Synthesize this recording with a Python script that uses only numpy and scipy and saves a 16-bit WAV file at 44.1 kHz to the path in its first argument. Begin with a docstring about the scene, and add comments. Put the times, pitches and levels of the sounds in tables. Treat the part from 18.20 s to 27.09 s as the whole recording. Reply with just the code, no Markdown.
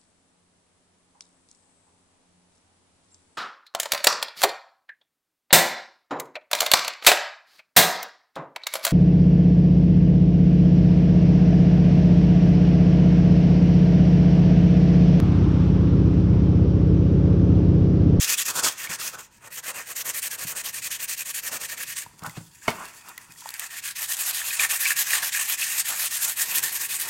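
"""Hand sanding at a workbench

Two people sand wood close to a microphone; in a pause a board is turned and laid down, and a frame taps the bench.
Grit is noise shaped in quick strokes, heard direct, through wood resonances and as a bench drone.
Snags, ticks, thuds and the tap are decaying modes and noise bursts; a diffuse tail and a low murmur
surround them."""
import sys
import numpy as np
from scipy import signal
from scipy.fft import rfft, irfft
from scipy.io import wavfile
from scipy.ndimage import uniform_filter1d

SR = 44100
rng = np.random.default_rng(int(sys.argv[2]) if len(sys.argv) > 2 else 0)


def inscribe(sig):
    """Save sig as 16-bit PCM at rate SR to the path in sys.argv[1].

    A 1-D sig is mono; a 2-D sig holds one channel per row.
    Samples are clipped to [-1, 1] before scaling.
    """
    pcm = np.round(np.clip(np.atleast_2d(sig).T, -1, 1) * 32767)
    wavfile.write(sys.argv[1], SR, pcm.astype(np.int16))


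N = 392049
T = np.arange(N) / SR
HZ = np.arange(N // 2 + 1) * SR / N + 1  # bin frequencies, raised by 1 Hz to keep the logarithm finite


def undb(db):
    """Logarithmic level: decibels become an amplitude gain."""
    return 10 ** (np.asarray(db) / 20)


def shape(table):
    """Spectral envelope: (hz, db) points are joined along a logarithmic frequency axis, as a gain per bin."""
    hz, db = np.transpose(table)
    return undb(np.interp(np.log(HZ), np.log(hz), db))


def colour(x, gain):
    """Linear filtering: the spectrum is multiplied by a gain per bin, then scaled to rms 1."""
    y = irfft(rfft(x) * gain, N)
    return y / np.sqrt(np.mean(y ** 2))


def curve(table):
    """Piecewise-linear envelope: each column after start_s is drawn over time."""
    s, *columns = np.transpose(table)
    return [np.interp(T, s, column) for column in columns]


def walk(rate_hz):
    """Slow random modulation: levels held 1 / rate_hz seconds and smoothed twice; spread near 1."""
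    hold = int(SR / rate_hz)
    steps = np.repeat(rng.standard_normal(N // hold + 1), hold)
    return 1.3 * uniform_filter1d(uniform_filter1d(steps, hold), hold)[:N]


def grit(spread_db):
    """Abrasion noise: paper grains cut fibres in dense random clicks, some larger than the rest."""
    size = np.minimum(rng.exponential(size=N), 5)
    return rng.standard_normal(N) * undb(spread_db * size)


def add_mode(out, start_s, level_db, hz, t60_s, push_s=0.00044):
    """Modal ringing: a short push excites one sinusoid, which decays by 60 dB in t60_s."""
    t = np.arange(int(.4 * SR)) / SR
    onset = 1 - np.exp(-t / push_s)
    ring = np.sin(2 * np.pi * hz * t) * onset * 1000. ** (-t / t60_s)
    i = int(start_s * SR)
    out[i:i + len(t)] += undb(level_db) * ring[:N - i]


def add_crack(out, start_s, peak_db, t60_s, lo_hz, hi_hz):
    """Impulsive excitation: a burst of band noise with a fast attack and exponential decay."""
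    t = T[:4000]
    band = signal.butter(1, [lo_hz, hi_hz], "band", fs=SR, output="sos")
    burst = signal.sosfilt(band, rng.standard_normal(len(t)))
    burst = burst * np.minimum(t / .0006, 1) * 1000. ** (-t / t60_s)
    i = int(start_s * SR)
    out[i:i + len(t)] += undb(peak_db) * burst / np.abs(burst).max()


# spectrum of the low murmur of the surroundings: hz [Hz], relative_db [dB per Hz]
MURMUR = [(18, -32), (30, -3.5), (135, 4.5), (535, -10.5), (767, -19), (949, 2), (1190, -29), (1360, -18),
          (1500, -11), (1950, -36), (3300, -120)]


def murmur():
    """Stationary background noise: a fixed spectrum with a slowly wandering level."""
    level_db = -62.5 + 2.0 * walk(2.87)
    return undb(level_db) * colour(rng.standard_normal(N), shape(MURMUR))


# strokes, each lasting until the next turn or lift:
# start_s [s], turn_db [dB, scratch at the turn], early_db [dB], late_db [dB]
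STROKES = [(0.0, -28, -21.5, -24), (0.068, -29.5, -21.5, -23.5), (0.164, -43, -24, -22.5),
           (0.242, -41, -24.5, -24.5), (0.332, -41, -27.5, -23), (0.419, -38.5, -21, -24.5),
           (0.51, -34, -38, -51), (0.564, -49, -34, -32.5), (0.682, -48, -30, -35),
           (0.776, -51, -31, -30.5), (0.921, -50, -43, -40), (0.964, -52.5, -42.5, -60),
           (1.097, -76, -59, -55.5), (1.199, -64, -54.5, -43.5), (1.296, -64, -39, -36),
           (1.418, -60, -39.5, -30), (1.53, -47, -34.5, -41.5), (1.651, -52, -38.5, -34),
           (1.745, -51, -32, -28.5), (1.837, -52, -31.5, -28.5), (1.927, -45, -32, -29.5),
           (2.011, -47.5, -31, -29), (2.096, -48, -33, -31.5), (2.171, -52, -35, -29),
           (2.258, -43, -31.5, -33), (2.344, -50, -30, -31.5), (2.43, -47, -31, -32),
           (2.521, -50, -33.5, -31.5), (2.611, -47, -33, -30.5), (2.696, -48.5, -29, -32.5),
           (2.784, -48, -31, -30.5), (2.869, -48.5, -28.5, -31), (2.962, -48, -31.5, -32.5),
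           (3.043, -51, -31.5, -31), (3.13, -49, -32, -32.5), (3.216, -52, -32.5, -29),
           (3.306, -45, -32, -31.5), (3.391, -48.5, -33.5, -31.5), (3.477, -47, -33.5, -32),
           (3.561, -50, -34, -31), (3.657, -47, -35, -31), (3.749, -49.5, -31, -38),
           (5.373, -70, -38, -37.5), (5.492, -53, -38.5, -33), (5.616, -51, -32, -33.5),
           (5.743, -52, -31.5, -25.5), (5.874, -37, -29, -23.5), (5.96, -37.5, -30, -27.5),
           (6.046, -30.5, -26, -24.5), (6.121, -34, -27.5, -28), (6.229, -33, -28.5, -25.5),
           (6.38, -31, -23, -24), (6.481, -39, -25.5, -26.5), (6.588, -35, -26, -24),
           (6.655, -25.5, -24, -22), (6.749, -39.5, -23.5, -20.5), (6.845, -33, -26.5, -22),
           (7.009, -32, -25, -26), (7.111, -43, -26, -24.5), (7.194, -27.5, -29, -32),
           (7.267, -30.5, -25.5, -26), (7.368, -41.5, -28.5, -23.5), (7.467, -29.5, -28.5, -22.5),
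           (7.639, -45, -27.5, -24), (7.728, -29.5, -30, -23), (7.895, -39, -28, -28),
           (7.996, -32.5, -28, -25), (8.068, -29.5, -24.5, -32), (8.151, -44, -28, -24),
           (8.252, -31.5, -30.5, -23.5), (8.416, -38.5, -24, -28.5), (8.51, -33.5, -29.5, -24.5),
           (8.588, -33.5, -28, -29.5), (8.68, -41, -28.5, -28), (8.785, -35, -28.5, -30),
           (8.852, -33, -34, -25)]
# the paper leaves the wood: start_s [s], turn_db [dB, last scratch]
LIFTS = [(3.854, -60), (8.93, -34)]
# balance against the scratch: start_s [s], wood_db [dB], drone_db [dB], fine_db [dB, finest hiss before offsets]
BALANCE = [(0, -10, -19, -4.5), (.45, -12.5, -14.5, -6), (.6, -3.5, -14, -5), (.72, -3.5, -7, -6),
           (.85, -11, -16.5, -4), (.98, -4, -6.5, -5), (1.14, -8, -21, -8), (1.25, -2, -0.5, -8),
           (1.35, -6, -15.5, -1.5), (1.6, -3.5, -7, -7.5), (1.8, -8, -17.5, -3), (2.3, -7, -15, -2.5),
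           (2.55, -7, -18.5, -4.5), (3, -8.5, -18.5, -4), (3.4, -6, -14.5, -3), (3.8, -6, -19, -4.5),
           (5.42, -4.5, -13, -8), (5.68, -6, -21, -7), (5.9, -11, -19.5, -3.5), (6.3, -9.5, -21, -4.5),
           (6.45, -4.5, -16, -5), (6.6, -9, -22, -2.5), (6.7, -5.5, -19.5, -6), (6.8, -10, -20.5, -3),
           (6.95, -5, -19.5, -6.5), (7.07, -9, -18, -5), (7.16, -4, -21.5, -5), (7.28, -9, -21.5, -2.5),
           (7.4, -6.5, -22, -5.5), (8, -11, -22.5, -3.5), (8.4, -9, -18.5, -2.5), (8.89, -8, -19.5, -3)]
# getting going and slowing down: a base time (s) plus a share of the stroke's length
START_S, START_SHARE, STOP_S, STOP_SHARE = 0.0066, 0.067, 0.0038, .11
LONGEST_S = 0.22  # a stroke counts for no more than this in the ramps
WOOD_FOLLOW = 0.76  # share of a stroke's swell, in dB, that the wood ring follows


def strokes(ramp=0.8, arch=0.18):
    """Reciprocating friction: the paper stalls at each turn and is fastest in between.
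    Returns gains of scratch, wood ring, bench drone and finest hiss."""
    lifts = [(s, db, -120, -120) for s, db in LIFTS]
    s, turn_db, early_db, late_db = np.transpose(sorted(list(STROKES) + lifts))
    k = np.clip(np.searchsorted(s, T, "right") - 1, 0, len(s) - 2)
    since, until = T - s[k], s[k + 1] - T
    place = since / (since + until)
    length = np.minimum(since + until, LONGEST_S)
    start = START_S + START_SHARE * length
    stop = STOP_S + STOP_SHARE * length
    going = np.clip(.5 + ramp * (since / start - 1), 0, 1)
    slowing = np.clip(.5 + ramp * (until / stop - 1), 0, 1)
    moving = going * slowing
    speed = moving * np.abs(np.sin(np.pi * place)) ** arch
    # within the stroke the level slides from early to late
    swell_db = (np.clip(place * 2.03 - .6, 0, 1) - .5) * (late_db[k] - early_db[k])
    travel = speed * undb((early_db[k] + late_db[k]) / 2 + swell_db)
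    turning = undb(np.interp(T, s, turn_db)) * (1 - moving)
    wood_db, drone_db, fine_db = curve(BALANCE)
    wood_db = wood_db - (1 - WOOD_FOLLOW) * swell_db
    fine_db = fine_db + 4.6 * (speed - .8)  # faster is brighter
    return (travel + turning) * undb([0 * T, wood_db, drone_db, fine_db])


def hand_gains():
    """Mechanical inertia: stroke and handling gains add in energy; the heavy bench follows most slowly."""
    gains = np.hypot(strokes(), handling())
    windows = (90, 130, 1300, 90)  # samples
    return [uniform_filter1d(gain, size=n) for gain, n in zip(gains, windows)]


# the hands move to another surface: start_s [s]
CHANGES = (1.1, 3.855, 5.37, 8.25)
SURFACE = np.searchsorted(CHANGES, T)
# scratch spectra on frame, edge and face of the wood, and of paper held loose:
# hz [Hz], relative_db [dB per Hz]
ON_FRAME = [(1760, -39), (3000, -7.5), (3380, -4), (3880, -9), (6050, -4), (6960, -1.5), (9580, -6),
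            (10400, -9.5), (14400, -8.5), (15800, -15)]
ON_EDGE = [(1760, -40), (3000, -5), (3700, -8), (4580, -5), (5020, -7), (6580, -1), (9450, -2),
           (10300, -10), (12800, -4), (15800, -11)]
IN_HAND = [(1800, -45), (3000, -12), (3400, -4.5), (4050, -14), (4500, -5.5), (5400, -7.5), (7200, -1.5),
           (9500, -7.5), (15800, -17)]
ON_FACE = [(1760, -42), (3000, -4), (4910, -4), (5810, -4), (6720, 0.5), (7830, 0.5), (9510, -0.5),
           (10600, -4), (12100, 0), (15800, -8.5)]
# centres of the overlapping parts of the hiss: hz [Hz]
PATCHES = (3300, 4400, 5800, 7200, 8800, 11000, 13000, 15000)
SPLIT_HZ = 10000  # parts centred from here up follow the finest-hiss gain


def paper_hiss(scratch, fine):
    """Broadband friction radiation: the paper flexes, so each part of the hiss swells alone."""
    grains = grit(2.5)
    tables = (ON_FRAME, ON_EDGE, IN_HAND, ON_FACE, ON_FACE)
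    hiss = rfft(np.choose(SURFACE, [colour(grains, shape(table)) for table in tables]))
    out = np.zeros(N)
    for k, hz in enumerate(PATCHES):
        weight = np.interp(HZ, PATCHES, np.arange(len(PATCHES)) == k)
        part = irfft(hiss * weight, N)
        gain = scratch if hz < SPLIT_HZ else fine * undb(4.5)
        out += part * undb(1.78 * walk(35)) * gain
    return out


# resonances of the sanded wood: hz [Hz], width_hz [Hz], relative_db [dB]
WOOD_MODES = [(1134, 200, -12), (1650, 170, -4), (1820, 177, -0.5), (2330, 140, -8.5), (2520, 180, -1.5),
              (2724, 146, -4)]


def wood_ring():
    """Resonant filtering: grit noise drives separate wood modes over a broad resonant band."""
    modes = np.zeros(N)
    for hz, width_hz, db in WOOD_MODES:
        resonance = 1 / (1 + 1j * (HZ - hz ** 2 / HZ) / width_hz) ** 2
        modes += undb(db + 3.35 * walk(30)) * colour(grit(5.2), resonance)
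    band = [(1100, -34), (1400, -4.5), (2000, 4.0), (3000, -3.0), (3500, -25)]  # Hz, dB per Hz
    broad = colour(grit(1.8), shape(band))
    return undb(-7.5) * modes + undb(-3.5) * broad


# bench spectrum under each surface in turn: hz [Hz], relative_db [dB per Hz]
DRONES = [
    [(35, -48), (60, -20), (129, -9.5), (204, -11.5), (539, -6.5), (725, -7.5), (1160, -0.5), (1500, 0.5),
     (1950, -23), (3300, -120)],
    [(35, -39), (60, -17), (124, -10), (327, -12), (525, -2.5), (818, -5), (1130, -1), (1500, -2),
     (1950, -38), (3300, -120)],
    [(120, -32), (200, -1), (243, -10), (269, -6), (532, -11), (574, -7.5), (984, 3.5), (1500, 2),
     (1950, -31), (3300, -120)],
    [(35, -52), (60, -21), (107, -19), (279, -23.5), (446, -18.5), (696, -7.5), (807, -6), (1500, -3),
     (1950, -41), (3300, -120)],
    [(35, -46), (60, -17), (174, -7.5), (268, -16.5), (385, -5.5), (617, -11.5), (924, 0), (1500, -6),
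     (1950, -34), (3300, -120)],
]


def bench_drone():
    """Structure-borne sound: the bench passes the low part of the grit noise, with a wavering level."""
    grains = grit(3.9)
    drone = np.choose(SURFACE, [colour(grains, shape(table)) for table in DRONES])
    return drone * undb(4.25 * walk(25))


def sanding():
    """Parallel transmission paths: grit is heard direct, through the wood and through the bench."""
    scratch, ring, drone, fine = hand_gains()
    grip = undb(0.88 * walk(45) + 1.36 * walk(220))  # the paper grips unevenly
    return grip * (paper_hiss(scratch, fine) + ring * wood_ring()) + drone * bench_drone()


def room(x, t60_s=0.68, wet_db=-22):
    """Diffuse reverberation: bench and shed walls return a decaying noise tail, duller than the direct sound."""
    t = np.arange(SR // 2) / SR
    tail = rng.standard_normal(len(t)) * 1000. ** (-t / t60_s) * (t > .004)
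    tail = signal.sosfilt(signal.butter(1, 3000, fs=SR, output="sos"), tail)
    tail = tail / np.sqrt(np.sum(tail ** 2))
    return x + undb(wet_db) * signal.fftconvolve(x, tail)[:N]


# dry ticks of the paper: start_s [s], peak_db [dB]
TICKS = [(0.1, -11), (0.218, -14), (3.9928, -34), (4.036, -29), (4.0638, -23.5), (4.0955, -29),
         (4.1905, -36), (4.5037, -22), (4.6545, -25.5), (4.8861, -28), (4.891, -25.5), (4.978, -23.5),
         (5.1211, -32), (5.207, -28.5), (5.29, -18.5), (5.3048, -23), (5.34, -19.5), (5.3954, -14),
         (5.6002, -33), (5.6762, -20), (5.9681, -18), (6.11, -14), (6.705, -15), (8.377, -16),
         (8.383, -6.5), (8.3922, -10)]


def ticks(out):
    """Impulsive release: each tick of the paper is a very short burst of high band noise."""
    for s, db in TICKS:
        add_crack(out, s, db, 0.01, 3500, 15000)


# wood bumps the bench top: start_s [s], level_db [dB, before the mode levels]
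THUDS = [(0.44, -43), (0.693, -34.5), (2.245, -34.5), (3.859, -45), (3.934, -46), (4.02, -32.5),
         (4.067, -30.5), (4.168, -26.5), (4.204, -37), (4.478, -27), (5.088, -45), (8.374, -45)]
# modes of the bench top: hz [Hz], relative_db [dB], decay_share [share of the thud's t60]
BENCH_MODES = [(113.4, -9.5, 1.0), (125, -9.5, 0.89), (162, -1, 0.74), (223.6, -11.5, 0.86),
               (300, -9.5, 0.54), (430, -14, 0.42), (954, -26, .6)]
THUD_T60_S = 0.15


def thuds(out):
    """Impact on a plate: a soft blow excites the low bench modes beneath a burst of contact noise."""
    for s, db in THUDS:
        for hz, mode_db, share in BENCH_MODES:
            corner_s = 0.00576 * rng.random()  # the piece lands on one corner after another
            add_mode(out, s + corner_s, db + mode_db, hz, share * THUD_T60_S, push_s=0.0036)
        add_crack(out, s, db - 5, 0.091, 250, 1600)


# the paper snags and the wood rings out: start_s [s], level_db [dB, before offsets], pitch_hz [Hz]
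SNAGS = [(0.446, -22, 2320), (0.672, -26, 2240), (0.701, -32, 2270), (0.816, -30, 1250), (3.863, -34, 950),
         (4.033, -34, 956), (4.056, -33, 920), (4.061, -27.5, 910), (4.096, -33, 2040), (4.165, -41, 1710),
         (4.421, -40, 1630), (4.978, -27, 1980), (5.159, -40.5, 1870), (5.221, -34.5, 980),
         (5.258, -25, 885), (5.421, -28, 1940), (6.216, -21, 1770), (6.306, -20, 2520), (6.396, -9.5, 2430),
         (6.433, -17, 2110), (6.448, -11.5, 1820), (6.655, -12, 2330), (6.661, -13, 2280),
         (6.667, -13, 2600), (6.706, -11, 1820), (6.717, -15, 1690), (6.906, -16.5, 2440),
         (6.933, -13, 1850), (6.958, -22, 1730), (7.027, -25, 1680), (7.148, -18, 1670), (7.173, -18, 1710),
         (7.42, -16.5, 2570), (7.427, -18, 2660), (7.796, -23.5, 1750)]
SNAG_T60_S = .02


def snags(out):
    """Stick-slip excitation: a snag of the paper rings one wood mode, with band noise around its pitch."""
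    for s, db, hz in SNAGS:
        add_mode(out, s, db + 4.5, hz, SNAG_T60_S, push_s=0.0014)
        add_crack(out, s, db - 5.0, SNAG_T60_S, hz / 1.07, hz * 1.34)


# light rubbing and rustling while the pieces are turned:
# start_s [s], scratch_db [dB], wood_db [dB against scratch], drone_db [dB against scratch]
HANDLING = [(3.84, -55, -4, -7), (3.9, -58, -10, -7), (3.965, -63, -11, -13), (3.995, -50, -13, -20),
            (4.018, -60, -7, -6), (4.06, -45.5, 1.5, 4), (4.1, -49, -12, -15), (4.135, -54, -8, -5),
            (4.17, -52, -3, 0), (4.24, -53, -18, -27), (4.31, -59, -10, -27), (4.36, -54, -6, -21),
            (4.41, -59, -5, -19), (4.43, -48.5, -4, -16), (4.49, -46, 1, 0), (4.57, -48, -2, 0.5),
            (4.66, -46.5, 1, 0), (4.715, -53, -1, -4), (4.78, -48.5, -7, -7.5), (4.83, -55, -3, -6),
            (4.91, -48.5, -4, -8), (4.955, -58, -1, -15), (5.02, -53, -3, -10), (5.085, -57, -4, -8),
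            (5.12, -51, -3, -10), (5.165, -56, -14, -15), (5.19, -47.5, -10, -17), (5.3, -43.5, -1, -3),
            (5.333, -50, -1, -13), (5.345, -44, 3, -17), (5.385, -46, -5, -15)]


def handling():
    """Light-contact friction: the same four gains as the strokes, drawn for the rubbing in the pause."""
    scratch_db, wood_db, drone_db = curve(HANDLING)
    inside = (T > HANDLING[0][0]) & (T < HANDLING[-1][0])
    fine_db = 0 * T - 2.5  # before the offset in paper_hiss
    return inside * undb(scratch_db + np.array([0 * T, wood_db, drone_db, fine_db]))


# blow and bounces of the frame: start_s [s], level_db [dB, before offsets]
TAPS = [(4.4800, -13), (4.4835, -18.5), (4.4917, -23.5), (4.501, -31), (4.514, -38)]
# modes of the wooden frame: hz [Hz], relative_db [dB], t60_s [s, before a 0.98 scaling]
FRAME_MODES = [(246, -5.5, .03), (418, -7, 0.073), (556, -20, .05), (673, -5.5, .06), (780, -4, .04),
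               (914, -8, 0.071), (993, -3.5, 0.048), (1195, -9, .04), (1354, -9, 0.037), (1450, -7, .03),
               (1660, -8, 0.032), (1943, -9, .025), (2210, 4, 0.021), (2600, -17, .03), (2770, -13, 0.018),
               (3030, -7, 0.027), (4300, -16, 0.023)]


def frame_tap(out):
    """Modal impact: the frame's modes ring at the blow and at each weaker bounce, with contact noise."""
    for s, db in TAPS:
        for hz, mode_db, t60_s in FRAME_MODES:
            delay_s = .0012 * rng.random()
            add_mode(out, s + delay_s, db + mode_db - 1.5, hz, 0.98 * t60_s, push_s=0.00068)
        add_crack(out, s - .0015, db - 8.5, 0.015, 1500, 9000)
        add_crack(out, s, db - 4, 0.15, 240, 1400)  # the many close modes of the joints


def knocks():
    """Superposition: the separate impacts add linearly."""
    out = np.zeros(N)
    for source in (ticks, thuds, snags, frame_tap):
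        source(out)
    return out


def scene():
    """Common sound field: sanding and knocks with their tail, plus murmur, arrive alike at both ports."""
    near = room(sanding() + knocks())
    return np.tile(near + murmur(), (2, 1))


# side signal against mid: hz [Hz], side_db [dB, before its wavering]
PORTS = [(1100, -80), (1500, -16.5), (2500, -21), (3000, -80), (8000, -64), (9000, -14.5), (10500, -14.5),
         (11400, -75)]
# phase of the side signal: hz [Hz], phase_rad [rad]
PORT_PHASE = [(2000, 2.5), (9000, 0.96)]
TOP_HZ = 15900


def record(dry):
    """Mid-side stereo: the two ports differ in two bands by a wavering amount; a low-pass cuts the top."""
    hz, phase_rad = np.transpose(PORT_PHASE)
    rotation = np.exp(1j * np.interp(HZ, hz, phase_rad))
    side = irfft(rfft(dry[0]) * shape(PORTS) * rotation, N) * undb(2.0 * walk(15))
    ports = dry + np.array([side, -side])
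    return signal.sosfilt(signal.ellip(10, .2, 70, TOP_HZ, fs=SR, output="sos"), ports)


dry = scene()
out = record(dry)
inscribe(out)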